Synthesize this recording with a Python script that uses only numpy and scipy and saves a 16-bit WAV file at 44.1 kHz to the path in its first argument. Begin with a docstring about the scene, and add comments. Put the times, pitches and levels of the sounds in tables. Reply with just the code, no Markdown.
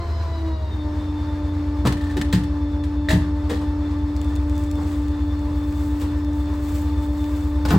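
"""A small garbage truck across the street settles to idle: fan roar, a loping exhaust, a belt-driven whine.
Near 2 s a worker throws cardboard into the hopper; it buckles, thuds and rings the steel floor.
Near 3 s a steel street bin is banged. From 4 s a plastic bag is gathered, then dragged, its film
sliding and its creases snapping. Last come knocks on the tailgate, with ringing, chattering fittings.
House fronts answer the work, and a pair of small microphones hears it all."""
import sys
import numpy as np
from scipy import signal
from scipy.fft import rfft, irfft, next_fast_len
from scipy.io import wavfile

SR = 44100
rng = np.random.default_rng(int(sys.argv[2]) if len(sys.argv) > 2 else 0)


def bounce(signal):
    """Save signal as a 16-bit WAV file at the path given by the first command-line argument."""
    frames = np.transpose(np.atleast_2d(signal))
    limited = np.clip(frames, -1, 1)
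    pcm = np.round(limited * 32767).astype(np.int16)
    wavfile.write(sys.argv[1], SR, pcm)


N = 343098
TIME = np.arange(N) / SR

# engine runs down, sags a little and finds its idle: t/s, speed/rpm
ENGINE_RPM = [(0.0, 1191.7), (0.46, 1124.0), (0.82, 1035.6), (2.2, 1010.6), (3.55, 1023.5), (4.0, 1017.7),
              (4.8, 1020.6), (5.25, 1017.8), (7.78, 1023.1)]
# bed of fan, engine bay and distant traffic at idle: f/Hz, level/dB per Hz
ROAR_EQ = [(20, -88), (30, -77), (42, -53.5), (70, -50), (105, -55), (160, -66), (380, -67.5), (680, -75),
           (1000, -72), (1500, -80), (1850, -81), (2600, -90.5), (4200, -90.5), (6300, -97.5),
           (15000, -109)]
# exhaust tones: multiple of the four-stroke cycle (8 is the firing rate), base level/dB
EXHAUST_TONES = [(5, -62), (6, -58.5), (7, -31), (8, -26), (9, -41), (10, -27), (11, -57), (12, -59),
                 (13, -55), (14, -57), (16, -54), (23, -50.5)]
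# engine load rides the firing tone: t/s, gain/dB
ENGINE_LOAD = [(0.06, -1.5), (.15, 2), (.6, 3), (.76, -4.5), (2.2, -3), (4.6, 0.5), (5.3, -1.5),
               (7.78, 1.5)]
# resonances that the pump's fundamental slides through: f/Hz, half width/Hz, level/dB
PUMP_PEAKS = [(293.4, 10.7, -26.5), (323.7, 5, -29.5), (346, 5.7, -41)]
# pump overtones: multiple, base level/dB, flutter share (0-1)
PUMP_OVERTONES = [(2, -47, 0.56), (3, -46, 0.48), (4, -55.5, 1), (6, -59.5, 0.9), (9, -67, 0.6),
                  (12, -57.5, 0.99), (13, -69, 0.66), (15, -66, 0.8), (18, -68.5, 0.8)]
# pump housing resonances that the overtones slide through: f/Hz, half width/Hz, gain/dB
HOUSING_PEAKS = [(3673, 72, 7), (4150, 60, 7)]
# overtone lift at full revs: f/Hz at idle, gain/dB
REVVED_EQ = [(590, 4), (880, 2.5), (1180, -0.5), (2600, 3.5), (3500, 2.5), (4400, 7), (5300, 0)]
# pump overtones that rasp only above idle: multiple
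RASP_MULTIPLES = [11, 13, 14, 16, 17, 21]

# pulls on the bag: t/s of the fastest slide, length/s, level/dB
BAG_PULLS = [(4.297, .4, -59), (4.62, .2, -52), (4.908, 0.26, -49), (5.818, 0.5, -52.5),
             (6.02, 0.049, -44.5), (6.403, 0.13, -53.5), (6.746, 0.27, -45), (7.04, .05, -50),
             (7.323, 0.54, -51.5)]
# the loudest creases snapping: t/s, level/dB
BAG_SNAPS = [(4.1651, -32), (4.2151, -28), (4.3617, -30), (4.498, -36), (4.565, -38), (4.579, -30),
             (4.638, -33), (4.7138, -27), (5.0834, -35), (6.333, -42), (7.18, -42)]
# colour of sliding plastic film: f/Hz, gain/dB
FILM_EQ = [(300, -20.5), (1500, 2), (4000, -1), (6000, -3.5), (8000, 1), (11500, -8), (15500, -4.5)]
# colour of a snapping crease: f/Hz, gain/dB
CREASE_EQ = [(500, -33.5), (2500, 0.5), (4500, -4), (7500, 0.5), (11000, -10.5), (16000, -9.5)]
# thin sizzle of plastic on pavement and steel on steel: f/Hz, gain/dB
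SIZZLE_EQ = [(3000, -35), (8000, -12), (11500, -2.5), (15400, 4), (16500, -7)]

# crushing knocks: t/s, clack level/dB, crack level/dB, fade/s
CRUSHES = [(1.849, -17.5, -34, 0.026), (1.858, -22, -28, .012), (1.869, -26, -25, .016),
           (1.923, -40, -29, .009), (2.167, -29, -31.5, 0.0194), (2.213, -37, -23.5, 0.0067),
           (2.325, -26, -24.5, 0.024), (2.435, -47, -37.5, .01), (2.836, -49, -40, 0.014),
           (3.087, -41, -26.5, 0.03), (3.104, -21.5, -25, 0.029), (3.492, -29.5, -34, .05),
           (3.61, -34, -46.5, .034), (4.2, -45, -58, .09), (4.77, -33.5, -58, 0.1),
           (6.008, -33, -42.5, 0.057), (7.651, -25, -31.5, 0.018), (7.678, -28.5, -33.5, 0.062),
           (7.704, -23, -24.5, 0.013), (7.72, -23, -48, 0.12)]
# dull body of a knock: f/Hz, gain/dB
CLACK_EQ = [(60, -23), (200, 7), (380, 0), (480, 2), (580, -7), (700, -6.5), (860, -0.5), (1300, -9.5),
            (2200, -26), (5000, -29.5), (16000, -60)]
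# bright edge of a knock: f/Hz, gain/dB
CRACK_EQ = [(300, -32), (1100, -14.5), (1500, -1), (1780, 7.5), (2200, -3.5), (3800, -0.5), (6000, -10),
            (8500, -8), (12000, -16), (16000, -17.5)]
# heavy hits on hollow containers: t/s, level/dB, pitch factor, damping of highs/dB per octave
HOLLOW_HITS = [(1.852, -20, 1.14, 5.5), (1.868, -21.5, 1.12, 11), (2.163, -28.5, 1.96, 6),
               (2.178, -26.5, 1.2, 4), (2.336, -15, 0.97, 7), (3.131, -14.5, .95, 7), (3.505, -27, 2.56, 6),
               (7.712, -20, 0.86, -2), (7.738, -13.5, 1.02, 2.5)]
# boom of a hollow container: base f/Hz, gain/dB, t60/s
HOLLOW_MODES = [(83, -7.5, 0.34), (115.5, 2, 0.18), (161.3, 0.5, 0.16), (186, 7, .22), (227.6, -1, 0.12),
                (376, -7.5, 0.31), (488, -11, 0.34), (814, -1.5, 0.064)]
# ring of the hopper's steel floor: f/Hz, gain/dB, t60/s
FLOOR_MODES = [(1783, 1, 0.12), (1804, -4.5, 0.077), (1820, -14, 0.081)]
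# hits on the steel street bin: t/s, level/dB, damping of highs/dB per octave
BIN_HITS = [(3.087, -18.5, -1), (3.103, -19.5, 2), (3.502, -33, -2)]
# ring of the bin: f/Hz, gain/dB, t60/s
BIN_MODES = [(632, -7.5, 0.23), (1797, -7.5, 0.044), (1846, -0.5, 0.054), (1910, -6, 0.055),
             (2070, -24, 0.037), (3590, -11.5, 0.076), (3838, -13, 0.17)]
# hits on the tailgate's steel fittings: t/s, level/dB, damping of highs/dB per octave
LATCH_HITS = [(7.652, -30.5, -3.5), (7.708, -23.5, 3), (7.724, -24.5, 5)]
# ring of the fittings: f/Hz, gain/dB, t60/s
LATCH_MODES = [(1057, -4.5, 0.091), (1276, -0.5, 0.059), (1463, 1.5, 0.065), (2290, -8, 0.065),
               (2610, -10, .05), (4920, -8, 0.039), (5330, -8, 0.029)]

# stereo width: f/Hz, left-right likeness (1 is mono)
MIC_LIKENESS = [(350, .996), (470, .9), (700, .68), (2500, .65), (4000, .7), (5800, .62), (7600, .87),
                (16000, .86)]
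# stereo balance: f/Hz, left minus right/dB
MIC_BALANCE = [(300, 0.5), (700, 1), (1100, 1.5), (1750, -2.5), (2300, 7), (3300, 3.5), (4900, 5),
               (6000, 1), (7500, 0)]
# phase between the microphones: f/Hz, lead of the left/rad
MIC_PHASE = [(0, 0), (1720, -0.7), (3100, 0.7), (5940, -0.8), (6720, 0.1), (8180, -0.1), (9040, -2.8),
             (10200, -3.4), (11100, -6.3), (12000, -6.2), (12800, -9.0), (13700, -9.6), (15100, -12.5),
             (16500, -12.6)]

GATHER_SPAN, DRAG_SPAN = (4.15, 5.0), (5.25, 7.6)  # bag gathered, then dragged: from t/s, to t/s
HOPPER_SPAN, TUMBLE_SPAN = (1.8, 2.6), (1.95, 2.115)  # cardboard on the floor; scraps tumbling after it
KNOCK_ATTACK = 0.153  # share of a knock's fade: long crushes start softly


def amp(db):
    """Decibels to gain."""
    return 10 ** (np.asarray(db) / 20)


def unit(x):
    """Scales to rms 1."""
    return x / np.sqrt(np.mean(x ** 2) + 1e-20)


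def curve(rows):
    """An automation lane at every sample."""
    return np.interp(TIME, *np.transpose(rows))


def read(points, hz):
    """Reads a curve on a log-frequency axis."""
    f, value = np.transpose(points)
    return np.interp(np.log(hz + 1), np.log(f + 1), value)


def add(mix, s, sound):
    """Mixes a sound in at time s."""
    part = mix[round(s * SR):][:len(sound)]
    part += sound[:len(part)]


def drift(rate_hz):
    """A smooth random modulator, rms 1."""
    size = next_fast_len(N, True)
    hz = np.fft.rfftfreq(size, 1 / SR)
    return unit(irfft(rfft(rng.standard_normal(size)) * np.exp(-(hz / rate_hz) ** 2), size)[:N])


def colour(x, eq, size=2048):
    """Minimum-phase EQ of unit energy: the curve sets tone, not level."""
    log_gain = np.log(amp(read(eq, abs(np.fft.fftfreq(size, 1 / SR)))))
    taps = np.fft.ifft(np.exp(np.conj(signal.hilbert(log_gain)))).real
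    return signal.oaconvolve(x, taps / np.linalg.norm(taps))[:N]


def grains(per_s, spread_db):
    """A dense train of tiny clicks of uneven size, rms 1."""
    size = amp(spread_db * np.minimum(rng.exponential(1, N), 4))
    return unit(size * rng.choice([-1, 1], N) * (rng.random(N) < per_s / SR))


def scattered(span, per_s, spread_db, size=64):
    """Loosely spaced random cues in a span: t/s, level offset/dB."""
    jitter, strength = rng.standard_normal((size, 2)).T
    times = span[0] + (np.arange(size) + .5 + .3 * jitter) / per_s
    return [(s, db) for s, db in zip(times, spread_db * np.clip(strength, -2, 2)) if s < span[1]]


def ring(modes, pitch=1, dull_db=0):
    """Dying modes of one hit; a soft hit tilts them darker around the strongest."""
    t = TIME[:SR // 2]
    centre_hz = max(modes, key=lambda mode: mode[1])[0]
    return sum(amp(db - dull_db * np.log2(hz / centre_hz)) * np.exp(-np.log(1000) * t / t60)
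               * np.sin(2 * np.pi * hz * pitch * t) for hz, db, t60 in modes)


def revs():
    """How far the engine is above idle, 0 to 1."""
    idle, top = ENGINE_RPM[-1][1], ENGINE_RPM[0][1]
    return np.clip((curve(ENGINE_RPM) - idle) / (top - idle), 0, 1)


def microphones(x):
    """Two microphones share the direct sound; street scatter and their spacing give it width."""
    size = next_fast_len(N + SR)
    hz = np.fft.rfftfreq(size, 1 / SR)
    taps = rng.standard_normal(N) * np.exp(-TIME / .04) * (TIME > .004)
    scatter = rfft(taps / np.linalg.norm(taps), size)
    likeness = read(MIC_LIKENESS, hz)
    side = np.array([[1], [-1]])
    paths = np.sqrt((1 + likeness) / 2) + side * np.sqrt((1 - likeness) / 2) * scatter
    paths *= amp(side * read(MIC_BALANCE, hz) / 2)
    paths[1] *= np.exp(-1j * np.interp(hz, *np.transpose(MIC_PHASE)))
    return irfft(rfft(x, size) * paths, size)[:, :N]


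def street(x, wet_db=-16, t60=0.37, predelay_s=.025, dull_hz=4500):
    """House fronts send back a thin, dull tail."""
    t = TIME[:SR]
    echoes = rng.standard_normal(SR) * (rng.random(SR) < 2000 / SR) * (t > predelay_s)
    tail = signal.lfilter(*signal.butter(1, dull_hz, fs=SR), echoes * np.exp(-np.log(1000) * t / t60))
    return x + amp(wet_db) * signal.oaconvolve(x, tail / np.linalg.norm(tail))[:N]


def roar(cycles, firing_depth=0.28, swell_db=1.36):
    """A bed of air and valve noise: the mids pulse with the firings; mids and highs rise with the revs."""
    hz = np.fft.rfftfreq(N, 1 / SR)
    air = rfft(rng.standard_normal(N)) * amp(read(ROAR_EQ, hz)) * np.sqrt(SR / 2)
    low, high = 1 / (1 + (hz / 600) ** 2), 1 / (1 + (2600 / (hz + 1)) ** 2)
    rumble, valves, hiss = (irfft(air * share, N) for share in (low, 1 - low - high, high))
    overspeed = curve(ENGINE_RPM) / ENGINE_RPM[-1][1] - 1
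    pulse = 1 + firing_depth * np.cos(2 * np.pi * 8 * cycles)
    return rumble + (valves * pulse + hiss) * amp(swell_db * drift(10) + 12 * overspeed)


def exhaust(cycles, wobble=0.16, lope_db=-2, revved_lope_db=-14):
    """Two cylinder banks fire unevenly, so the tones swell together once a cycle, most of all at idle."""
    firing = amp(curve(ENGINE_LOAD))
    lope = amp(lope_db + revved_lope_db * revs())
    out = np.zeros(N)
    for k, db in EXHAUST_TONES:
        level = (firing if k == 8 else lope) * amp(db) * (1 + wobble * drift(4.7))
        out += level * np.sqrt(2) * np.cos(2 * np.pi * k * cycles)
    return out


def pump_whine(cycles, per_cycle=34.67, floor_db=-50, build_s=0.85, flutter_hz=6, rasp_db=-59.5):
    """A belt-driven pump: one clean tone, overtones that flutter faster up high, and rasp when revved."""
    angle = 2 * np.pi * per_cycle * cycles + 0.075 * drift(11)
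    pitch, revved = per_cycle * np.gradient(cycles) * SR, revs()
    resonance = sum(amp(db) * np.exp(-((pitch - hz) / width) ** 2) for hz, width, db in PUMP_PEAKS)
    pressure = amp(-5 * (1 - revved) * np.exp(-TIME / build_s))  # sags as the revs drop, then builds
    out = (amp(floor_db) + resonance) * pressure * np.sqrt(2) * np.cos(angle) * (1 + 0.08 * drift(8.4))
    for k, db, flutter in PUMP_OVERTONES:
        rate_hz = flutter_hz * np.sqrt(k)
        phase = k * angle + 2 * np.pi * rng.random()
        steady = np.sqrt(2 * (1 - flutter ** 2)) * np.cos(phase)
        shimmer = flutter * (drift(rate_hz) * np.cos(phase) + drift(rate_hz) * np.sin(phase))
        housing_db = sum(gain * np.exp(-((k * pitch - hz) / width) ** 2)
                         for hz, width, gain in HOUSING_PEAKS)
        lift_db = read(REVVED_EQ, k * pitch[-1]) * np.sqrt(revved)
        out += amp(db + housing_db + lift_db) * (steady + shimmer)
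    for k in RASP_MULTIPLES:
        rolloff_db = -11 * np.log2(k / RASP_MULTIPLES[0])
        out += np.sqrt(revved) * amp(rasp_db + rolloff_db) * drift(45) * np.cos(k * angle)
    return out


def pull_envelope(handling_db=-63, attack=0.54, roundness=1.33):
    """Sliding plastic swells and fades with each pull, over a faint rustle of handling."""
    power = amp(handling_db) ** 2 * (TIME > GATHER_SPAN[0])
    for s, length, db in BAG_PULLS:
        from_peak = np.maximum((s - TIME) / attack, (TIME - s) / (1 - attack)) / length
        power += amp(db) ** 2 * np.exp(-2 * np.minimum(from_peak, 10) ** roundness)
    return np.sqrt(power)


def bag(slide_trim_db=1, clump_db=1.5, scuff_db=-7.5, crinkle_db=-42.5, snap_trim_db=-1, snap_s=0.00094):
    """Thin plastic slides in clumps of fine grains, scuffs along the pavement, and single creases snap."""
    slide = pull_envelope() * amp(slide_trim_db + clump_db * drift(35))
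    scuff = amp(scuff_db) * (TIME > DRAG_SPAN[0]) * slide * grains(6000, 2.3)
    crinkles = scattered(GATHER_SPAN, per_s=17, spread_db=5.5)
    crinkles += scattered(DRAG_SPAN, per_s=6.4, spread_db=5.5)
    snaps, t = np.zeros(N), TIME[:SR // 20]
    for s, db in BAG_SNAPS + [(s, crinkle_db + offset) for s, offset in crinkles]:
        add(snaps, s, amp(db + snap_trim_db) * np.exp(-t / snap_s))
    film = colour(slide * grains(9000, 2.5), FILM_EQ)
    return film + colour(scuff, SIZZLE_EQ) + colour(snaps * rng.standard_normal(N), CREASE_EQ)


def latch_chatter(trim_db=-11, fade_s=.012):
    """The tailgate's steel fittings chatter for a moment at each hit."""
    envelope, t = np.zeros(N), TIME[:SR // 5]
    for s, db, _ in LATCH_HITS:
        add(envelope, s, amp(db + trim_db) * np.exp(-t / fade_s))
    return colour(envelope * grains(6000, 3.7), SIZZLE_EQ)


def knocks(scraps, scrap_clack_db=-44, scrap_crack_db=-45, scrap_fade_s=0.021):
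    """Cardboard and rubbish buckle in a burst of small fractures: a dull clack and a bright crack."""
    clack_power, crack_power, t = np.zeros(N), np.zeros(N), TIME[:SR // 2]
    tumbles = [(s, scrap_clack_db + offset, scrap_crack_db + offset, scrap_fade_s) for s, offset in scraps]
    for s, clack_db, crack_db, fade in CRUSHES + tumbles:
        attack_s = KNOCK_ATTACK * fade
        envelope = np.minimum(t / attack_s, 1) * np.exp(-np.maximum(t - attack_s, 0) / fade)
        add(clack_power, s, (amp(clack_db) * envelope) ** 2)
        add(crack_power, s, (amp(crack_db) * envelope) ** 2)
    clack = colour(np.sqrt(clack_power) * grains(5000, 3.0), CLACK_EQ)
    crack = colour(np.sqrt(crack_power) * grains(7000, 2.5), CRACK_EQ)
    return clack + crack


def steel_rings(scraps, floor_send_db=-11.5, scrap_db=-42):
    """Hard hits ring the hopper floor, the street bin and the tailgate fittings."""
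    floor_hits = [(s + KNOCK_ATTACK * fade, crack_db + floor_send_db, 0)
                  for s, _, crack_db, fade in CRUSHES if HOPPER_SPAN[0] < s < HOPPER_SPAN[1]]
    floor_hits += [(s, scrap_db + offset, 0) for s, offset in scraps]
    out = np.zeros(N)
    for hits, modes in (floor_hits, FLOOR_MODES), (BIN_HITS, BIN_MODES), (LATCH_HITS, LATCH_MODES):
        for s, db, dull_db in hits:
            add(out, s, amp(db) * ring(modes, dull_db=dull_db))
    return out


def thuds(contact_s=0.0033):
    """Weight lands on hollow walls, which boom with a soft attack."""
    out = np.zeros(N)
    attack = 1 - np.exp(-TIME[:SR // 2] / contact_s)
    for s, db, pitch, dull_db in HOLLOW_HITS:
        add(out, s, amp(db) * ring(HOLLOW_MODES, pitch, dull_db) * attack)
    return out


def scene():
    """The crankshaft clocks the truck's dry layers; the work beside it gets the street's echo."""
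    cycles = np.cumsum(curve(ENGINE_RPM)) / SR / 120 - .09  # one four-stroke cycle is two turns
    truck = exhaust(cycles) + pump_whine(cycles) + roar(cycles)
    scraps = scattered(TUMBLE_SPAN, per_s=32, spread_db=1.5)
    work = knocks(scraps) + thuds() + steel_rings(scraps) + latch_chatter() + bag()
    return microphones(truck + street(work))


def record(dry, cutoff_hz=16100):
    """A steep low-pass trims the very top of the mix."""
    lowpass = signal.firwin(511, cutoff_hz, window=("kaiser", 9), fs=SR)
    return signal.oaconvolve(dry, lowpass[None], "same")


dry = scene()
out = record(dry)
bounce(out)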